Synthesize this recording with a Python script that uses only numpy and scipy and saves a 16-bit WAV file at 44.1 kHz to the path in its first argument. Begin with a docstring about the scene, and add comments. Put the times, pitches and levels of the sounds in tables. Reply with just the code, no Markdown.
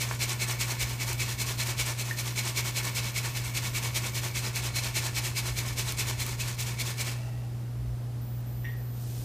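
"""Shaking chalk in a wire sieve

Crushed chalk is shaken to and fro in a wire-mesh sieve, five times a second, close to the microphone.
Random crumb contacts rasp and set the mesh resonances ringing; chunks knock, and noise bursts click.
A distant small clink, made of fading sine tones, is heard during the shaking and again near the end.
The heap settles, then a little powder slides, as filtered grains. Sine tones make a low mains hum and
spells of a thin whine."""
import sys
import numpy as np
from scipy import signal
from scipy.fft import rfft, irfft, next_fast_len
from scipy.io import wavfile

SR = 44100
rng = np.random.default_rng(int(sys.argv[2]) if len(sys.argv) > 2 else 0)


def unload_wav(signal):
    """Save mono or channel-first audio to the path in sys.argv[1] as 16-bit WAV at rate SR, clipped to [-1, 1]."""
    wavfile.write(
        sys.argv[1],
        SR,
        np.round(np.clip(np.atleast_2d(signal).T, -1, 1) * 32767).astype(np.int16),
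    )


N = 407484
CUTOFF_HZ = 15150  # nothing is heard much above this


def from_db(db):
    """Turn decibels into a gain."""
    return 10 ** (np.asarray(db) / 20)


def rms_one(x):
    """Scale a sound to an average (rms) strength of 1."""
    return x / np.sqrt(np.mean(x ** 2) + 1e-20)


def clock():
    """Time of every sample, in seconds."""
    return np.arange(N) / SR


def in_time(rows, times):
    """Read each column of a table at the given times, joining its points by straight lines."""
    seconds, *columns = np.transpose(rows)
    return [np.interp(times, seconds, column) for column in columns]


def at_hz(points, hz):
    """Read a spectrum between its points, on a log-frequency axis."""
    point_hz, value = np.transpose(points)
    return np.interp(np.log(hz + 1e-3), np.log(point_hz), value)


def drift(rate):
    """Slow random wandering with a spread of 1; a higher rate wanders faster."""
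    # made at a twentieth of the sample rate; the first 4000 values let the filter settle
    r = np.exp(-40 * np.pi * rate / SR)
    noise = rng.standard_normal(N // 20 + 4002)
    slow = signal.lfilter([1], [1, -2 * r, r * r], noise)[4000:]
    return np.interp(np.arange(N) / 20, np.arange(len(slow)), rms_one(slow))


def cut(x, hz, kind):
    """Second-order filter that keeps the lows ("low") or the highs ("high")."""
    return signal.sosfilt(signal.butter(2, min(hz, .45 * SR), kind, fs=SR, output="sos"), x)


def colour(x, spectrum):
    """Shape a steady sound to a spectrum that falls away below its first point; rms 1."""
    size = next_fast_len(N)
    hz = np.arange(size // 2 + 1) * SR / size
    low_fall = np.minimum(hz / spectrum[0][0], 1) ** 4
    gain = from_db(at_hz(spectrum, hz)) * low_fall * (hz < CUTOFF_HZ)
    return rms_one(irfft(rfft(x, size) * gain, size)[:N])


def resonate(x, modes):
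    """Let a sound excite resonances side by side; each mode is (pitch [Hz], width [Hz], level [dB])."""
    out = 0
    for hz, width, db in modes:
        r = np.exp(-np.pi * width / SR)
        feedback = [1, -2 * r * np.cos(2 * np.pi * hz / SR), r * r]
        ring = signal.lfilter([1, 0, -1], feedback, x + 1e-18)
        out = out + from_db(db) * (1 - r * r) / 2 * ring
    return out


def grains(per_s, spread_db):
    """Random contacts of uneven size, with the same mean power at any rate."""
    sizes = from_db(spread_db * np.minimum(rng.exponential(1, N), 4)) * rng.choice([-1, 1], N)
    touches = rng.random(N) < per_s / SR
    return rms_one(sizes * touches / np.sqrt(per_s))


def burst(start_s, t60):
    """Noise that starts at once and fades by 60 dB in t60 seconds."""
    age = clock() - start_s
    return rng.standard_normal(N) / 2 * (age >= 0) * from_db(-60 * np.clip(age / t60, 0, 3))


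def swell(slides):
    """Power of the sliding heap: each stroke rises and falls as a bell, its length taken at half power."""
    t = clock()[::16]
    power = 0
    for middle_s, db, length_s in slides:
        bell = .5 ** np.minimum((2 * (t - middle_s) / length_s) ** 2, 60)
        power = power + from_db(2 * db) * bell
    return np.interp(clock(), t, power)


def trickle(power, t60):
    """Loose pieces keep rolling after a stroke, so its power dies away gradually."""
    r = from_db(-60 / (t60 * SR)) ** 2
    return signal.lfilter([1 - r], [1, -r], power)


# colour of the still air: (pitch [Hz], level [dB per Hz])
AIR_COLOUR = [(140, -4), (210, 0.5), (300, -5.5), (500, -10), (750, -12), (1000, -17.5), (2000, -23),
              (3000, -27.5), (5000, -30), (10000, -47.5), (15000, -42)]
# colour of the low rumble: (pitch [Hz], level [dB per Hz])
RUMBLE_COLOUR = [(22, -22), (38, 6), (58, 5), (80, 8.5), (110, 8.5), (150, 0), (220, -26.5)]
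# loudness of the low rumble: (time [s], level [dB])
RUMBLE_LEVEL = [(0, -49), (.9, -48), (1.2, -43), (1.8, -46), (2, -51), (3.8, -44), (4.2, -45.5), (6.3, -44),
                (7.5, -48), (8.2, -48)]


def room_tone():
    """Still air and a low rumble, both filtered noise; the rumble slowly changes in level."""
    air = from_db(-49.0) * colour(rng.standard_normal(N), AIR_COLOUR)
    rumble_db, = in_time(RUMBLE_LEVEL, clock())
    return air + from_db(rumble_db) * colour(rng.standard_normal(N), RUMBLE_COLOUR)


# colour of each microphone port's own noise: (pitch [Hz], level [dB per Hz])
PORT_COLOUR = [(20, 20), (80, -3), (130, 4), (190, 4), (1000, 13), (15000, 8.5)]


def port_noise():
    """Faint noise that each of the two microphone ports has for itself."""
    return from_db(-64.5) * np.array([colour(rng.standard_normal(N), PORT_COLOUR) for port in range(2)])


SHAKE_PERIOD_S, SHAKING_ENDS_S = 0.1994, 7.1  # the hand keeps a steady beat
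PUSH_S = 0.03  # a push is always short
RETURN_DB, RETURN_S = -33.5, 0.041  # the heap's tumble back, before effort, stalls and fading alter it
RETURN_FOLLOWS = 0.45  # share of the swing in effort that reaches the return
SLOWER_PER_DB = 0.0758  # a weaker return lasts longer, by about this share per dB
RETURN_FADE_DB_PER_S = 0.27  # the heap lightens as chalk sifts through
# the hand runs a little ahead of or behind its beat:
# (time [s], lag of the push [s], wait until the heap returns [s])
HAND_TIMING = [(0, .027, .088), (1.2, .02, .083), (2, 0.01, 0.081), (2.4, -0.0055, 0.085),
               (3.7, -.022, 0.091), (4.8, -0.0092, 0.081), (5.1, -0.012, 0.091), (6, 0.022, 0.091),
               (6.2, 0.034, 0.076), (7, 0.026, 0.081)]
# effort of the hand, as the level of a push: (time [s], level [dB])
HAND_EFFORT = [(0, -29.5), (.5, -29), (1, -31.5), (1.4, -30), (1.8, -28.5), (2.05, -33.5), (2.55, -29),
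               (3.2, -30.5), (3.38, -33.5), (3.55, -31), (4.8, -31), (5, -29), (5.2, -30.5), (5.8, -31),
               (6, -29), (6.2, -33), (6.6, -33.5), (7, -32.5)]
# the heap hangs on the mesh and only creeps back: (time [s], loss [dB])
HEAP_STALLS = [(0.12, 5.5), (0.9, 5.5), (1.29, 3.3), (2.09, 4), (2.27, 3.5), (3.06, 3.5), (3.46, 4),
               (5.68, 4), (6.29, 4), (6.5, 3), (6.69, 2.3), (7.09, 2.2)]


def strokes():
    """Each shake throws the heap forward, then lets it tumble back: lists of (time s, level dB, length s)."""
    beats = np.arange(0, SHAKING_ENDS_S, SHAKE_PERIOD_S)
    lag, wait = in_time(HAND_TIMING, beats)
    push_db, = in_time(HAND_EFFORT, beats)
    push_s = beats + lag
    back_s = push_s + wait
    effort_swing = push_db - push_db.mean()
    fade_db = RETURN_FADE_DB_PER_S * (beats - beats.mean())
    back_db = RETURN_DB + RETURN_FOLLOWS * effort_swing - fade_db
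    for stall_s, loss_db in HEAP_STALLS:
        nearest = np.argmin(np.abs(back_s - stall_s))
        back_db[nearest] -= loss_db
    back_length = RETURN_S * np.exp(SLOWER_PER_DB * (RETURN_DB - back_db))
    pushes = [(s, db, PUSH_S) for s, db in zip(push_s, push_db)]
    return pushes, list(zip(back_s, back_db, back_length))


# tones of the mains hum, before wavers and dips: (pitch [Hz], rms level [dB], spread of the waver [dB])
HUM_TONES = [(120.26, -34, 0.32), (59.5, -50.5, 4.5), (210, -61, -2), (293, -65, 0)]


def hum(dip_db=4.0, lead_s=0.049, dip_s=0.016):
    """Mains hum of wavering sine tones, which dips briefly as the sieve turns for each push."""
    t = clock()
    coarse_t = t[::16]
    pushes, _ = strokes()
    turning = 0
    for push_s, _, _ in pushes[1:]:
        # the dip comes a little before the push
        distance = (coarse_t - push_s + lead_s) / dip_s
        turning = turning + np.exp(-np.minimum(distance ** 2, 60))
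    tones = 0
    for hz, db, waver in HUM_TONES:
        level = np.sqrt(2) * from_db(db + waver * drift(8.3))
        tones = tones + level * np.sin(2 * np.pi * (hz * t + rng.random()))
    return tones * from_db(-dip_db * np.interp(t, coarse_t, turning))


def chips(per_s, count=16):
    """Hard chips tick against each other, each size at its own pitch."""
    ticks, dealt = grains(per_s, spread_db=5.0), rng.integers(0, count, N)
    pitches = np.geomspace(2500, 9000, count) * rng.uniform(0.82, 1.0, count)
    return rms_one(sum(resonate(ticks * (dealt == k), [(hz, hz / 25, 0)]) for k, hz in enumerate(pitches)))


# colour of the crumbs' rasp: (pitch [Hz], level [dB per Hz])
CRUMB_COLOUR = [(250, -10), (380, -3.5), (700, -9), (1400, -8.5), (2000, -4), (3000, -1), (4500, -2),
                (6500, 0), (8000, -2), (10000, -6.5), (12500, -7.5), (15500, -9.5)]
# resonances of the loaded mesh: (pitch [Hz], width [Hz], level [dB])
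MESH_MODES = [(2246, 74, 6.5), (2320, 60, 3.5), (2570, 60, 3), (3490, 130, -5), (4135, 110, 2),
              (4300, 92, -25), (4890, 41, -2)]
# body resonances of the knocking heap, also used for the dull knocks:
# (pitch [Hz], width [Hz], level [dB])
HEAP_MODES = [(376, 30, 4.5), (580, 350, -2), (940, 130, 3.5), (1090, 117, 1), (1390, 240, -1),
              (1743, 114, 2.5), (2450, 220, -3)]


def shaking():
    """Crumbs rasp on the wire, the mesh rings most on the push, the chunks knock most on the way back."""
    pushes, returns = strokes()
    push, back = swell(pushes), swell(returns)
    rolling = trickle(push + back, t60=0.52)
    slide = push + back + from_db(-18) * rolling
    speed = np.sqrt(slide / slide.max())
    # faster sliding makes more contacts a second; the crumbs move in clumps
    rasp = colour(grains(1500 + 13000 * speed, spread_db=0.5), CRUMB_COLOUR) * from_db(1.26 * drift(41))
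    # now coarser, now finer crumbs reach the wire
    coarse = signal.sosfiltfilt(signal.butter(1, 5000, fs=SR, output="sos"), rasp)
    fine = rasp - coarse
    rasp = coarse * from_db(1.0 * drift(9.4)) + fine * from_db(1.0 * drift(18))
    # the shifting load favours now one mesh resonance, now another
    scrapes = grains(1200 + 5000 * speed, spread_db=2.0)
    wires = rms_one(sum(resonate(scrapes, [mode]) * from_db(2.0 * drift(5.5)) for mode in MESH_MODES))
    chunks = rms_one(resonate(grains(1000 + 2200 * speed, spread_db=2.5), HEAP_MODES))
    # square roots turn power into loudness of the wave
    return (from_db(-1.5) * rasp * np.sqrt(slide)
            + from_db(-4.5) * wires * np.sqrt(push + 0.3 * back + 0.16 * rolling)
            + from_db(-7.5) * chunks * np.sqrt(0.04 * push + back + 0.44 * rolling)
            + from_db(-11.5) * chips(400) * np.sqrt(.5 * push + back + 0.053 * rolling))


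# sharp, bright clicks, as a chunk snaps on the wire or a push starts abruptly:
# (time [s], level before filtering [dB])
BRIGHT_CLICKS = [(1.13, -19), (1.3902, -32), (1.671, -21.5), (2.8519, -28), (4.154, -29), (4.559, -20),
                 (5.7823, -29), (5.9225, -20), (6.205, -19.5), (6.264, -20)]
# a big chunk drops on the heap: (time [s], peak level [dB])
HEAP_KNOCKS = [(0.1117, -19), (0.497, -25.5), (6.111, -25)]


def hard_hits():
    """Noise bursts click as a chunk snaps on the wire or a push starts abruptly; big chunks knock dully."""
    clicks = sum(from_db(db) * burst(s, t60=0.016) for s, db in BRIGHT_CLICKS)
    clicks = cut(clicks, 2100, "high")
    blows = np.zeros(N)
    for s, db in HEAP_KNOCKS:
        blows[round(s * SR)] = from_db(db)
    knocks = cut(cut(resonate(blows, HEAP_MODES), 2100, "low"), 570, "high")
    return from_db(0.5) * clicks + blows.max() * knocks / np.abs(knocks).max()


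WHINE_DB, WHINE_PAUSE_S = -55.5, 0.015
# spells of a high electronic whine, which restarts at even intervals:
# (start [s], end [s], interval [s], base pitch [Hz])
WHINE_SPELLS = [(0.225, 1.7, 0.4, 14130), (2.104, 4.4, 0.45, 13800), (8.207, 8.42, 0.25, 14620),
                (8.458, 9.3, 0.303, 14000)]


def whine(sag_hz=1150, sag_s=.022, saw_hz=450, saw_per_s=36, wander_hz=50):
    """A thin sine whine that sags in pitch as each run starts, and wavers in a quick sawtooth."""
    t, out = clock(), np.zeros(N)
    wander = wander_hz * drift(10)
    for start, end, interval, hz in WHINE_SPELLS:
        on = (t >= start) & (t < end)
        age = (t[on] - start) % interval
        sag = sag_hz * np.exp(-((age - sag_s) / .017) ** 2)
        saw = saw_hz * ((age * saw_per_s) % 1 - .5)
        pitch = hz + wander[on] - sag - saw
        left = np.minimum(interval - WHINE_PAUSE_S - age, end - t[on])
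        fade = np.clip(np.minimum(age, left) / .008, 0, 1)
        out[on] += np.sqrt(2) * from_db(WHINE_DB) * fade * np.sin(2 * np.pi * np.cumsum(pitch) / SR)
    return out


ROOM_T60_S = 0.4  # time for the room's echo to fade by 60 dB


def room(x):
    """A dull tail of dense reflections, made from fading noise."""
    age = np.arange(SR // 2) / SR
    echoes = rng.standard_normal(len(age)) * from_db(-60 * age / ROOM_T60_S) * (age > .004)
    tail = cut(echoes, 11000, "low")
    return signal.oaconvolve(x, tail / np.sqrt(np.sum(tail ** 2)))[:N]


# distant small clinks: (time [s], peak level [dB], pitch ratio [times], contact cut-off [Hz],
# room tail against the clink [dB])
CLINK_EVENTS = [(2.110, -22, .98, 1490, -8), (8.644, -35, 0.99, 7000, 5), (8.651, -28.5, 1.01, 3500, 1.5)]
# ringing tones of the distant clink: (pitch [Hz], level [dB], time to fade by 60 dB [s])
CLINK_MODES = [(1853, 0, 0.046), (1940, -7, 0.029), (2250, -14, 0.037), (2770, -5, 0.014),
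               (3170, -4, 0.011), (3480, -7, 0.014), (5760, -12, 0.022)]


def distant_clinks(touch_s=0.0019):
    """A distant small clink, made of fading sine tones, is carried by the room."""
    out, age = np.zeros(N), np.arange(SR // 8) / SR
    for s, db, ratio, contact_hz, tail_db in CLINK_EVENTS:
        ring = 0
        for hz, level, t60 in CLINK_MODES:
            ring = ring + from_db(level - 60 * age / t60) * np.sin(2 * np.pi * hz * ratio * age)
        ring = cut(ring * np.minimum(age / touch_s, 1), contact_hz, "low")
        clink, start = np.zeros(N), round(s * SR)
        clink[start:start + len(ring)] = from_db(db) * ring / np.abs(ring).max()
        out += clink + from_db(tail_db) * clink.std() * rms_one(room(clink))
    return out


# the heap comes to rest: its trickle swells to a peak at SETTLE_S, then dies away
SETTLE_S, SETTLE_DB, SETTLE_RISE_DB_PER_S, SETTLE_FALL_DB_PER_S = 7.19, -49.5, 80, 33
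# the powder starts to slide and gathers to a steady flow
POWDER_S, POWDER_RISE_S, POWDER_DB = 8.91, 0.17, -48.5
# resonances of the settling heap: (pitch [Hz], width [Hz], level [dB])
SETTLING_MODES = [(644, 34, 8), (810, 88, 6), (1330, 220, -5), (1910, 110, -1), (2320, 130, -7),
                  (2670, 63, 3), (4470, 2500, -13)]
# colour of the sliding powder: (pitch [Hz], level [dB per Hz])
POWDER_COLOUR = [(1000, -20), (2500, -7), (5000, -3), (8000, -3), (11000, -7), (15000, -10)]


def settling():
    """The last crumbs come to rest; later fine powder slides with a soft hiss of dense grains."""
    age = clock() - SETTLE_S
    fade_db = np.minimum(SETTLE_RISE_DB_PER_S * age, -SETTLE_FALL_DB_PER_S * age)
    flow = 1 - np.exp(-np.maximum(clock() - POWDER_S, 0) / POWDER_RISE_S)
    trickling = rms_one(resonate(grains(980, spread_db=2.0), SETTLING_MODES))
    crumbs = from_db(SETTLE_DB + fade_db) * trickling
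    powder = from_db(POWDER_DB) * flow * colour(grains(16000, spread_db=4.0), POWDER_COLOUR)
    return crumbs + powder


# difference between the two microphone ports: (pitch [Hz], side minus middle [dB])
PORT_SPREAD = [(30, -26), (70, -29), (130, -36), (260, -20), (500, -17), (1000, -21), (2200, -25),
               (4000, -23), (8000, -21), (13000, -20)]


def two_ports(x):
    """Two close microphone ports hear nearly the same; scattered sound makes a faint difference."""
    size = next_fast_len(N + SR // 10)
    hz = np.arange(size // 2 + 1) * SR / size
    # random phases scatter the sound without altering its level
    scatter = np.exp(1j * np.angle(rfft(rng.standard_normal(SR // 50), size)))
    side = irfft(rfft(x, size) * scatter * from_db(at_hz(PORT_SPREAD, hz)), size)[:N]
    return np.array([x + side, x - side])


def scene():
    """The sieve in a small room, with distant clinks, over the background."""
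    sieve = shaking() + hard_hits() + settling()
    in_room = sieve + from_db(-17.0) * room(sieve)
    background = hum() + whine() + room_tone()
    return two_ports(in_room + distant_clinks() + background) + port_noise()


def record(dry):
    """A steep filter removes the very top of the treble."""
    return signal.sosfilt(signal.ellip(10, .2, 80, CUTOFF_HZ, fs=SR, output="sos"), dry)


dry = scene()
out = record(dry)
unload_wav(out)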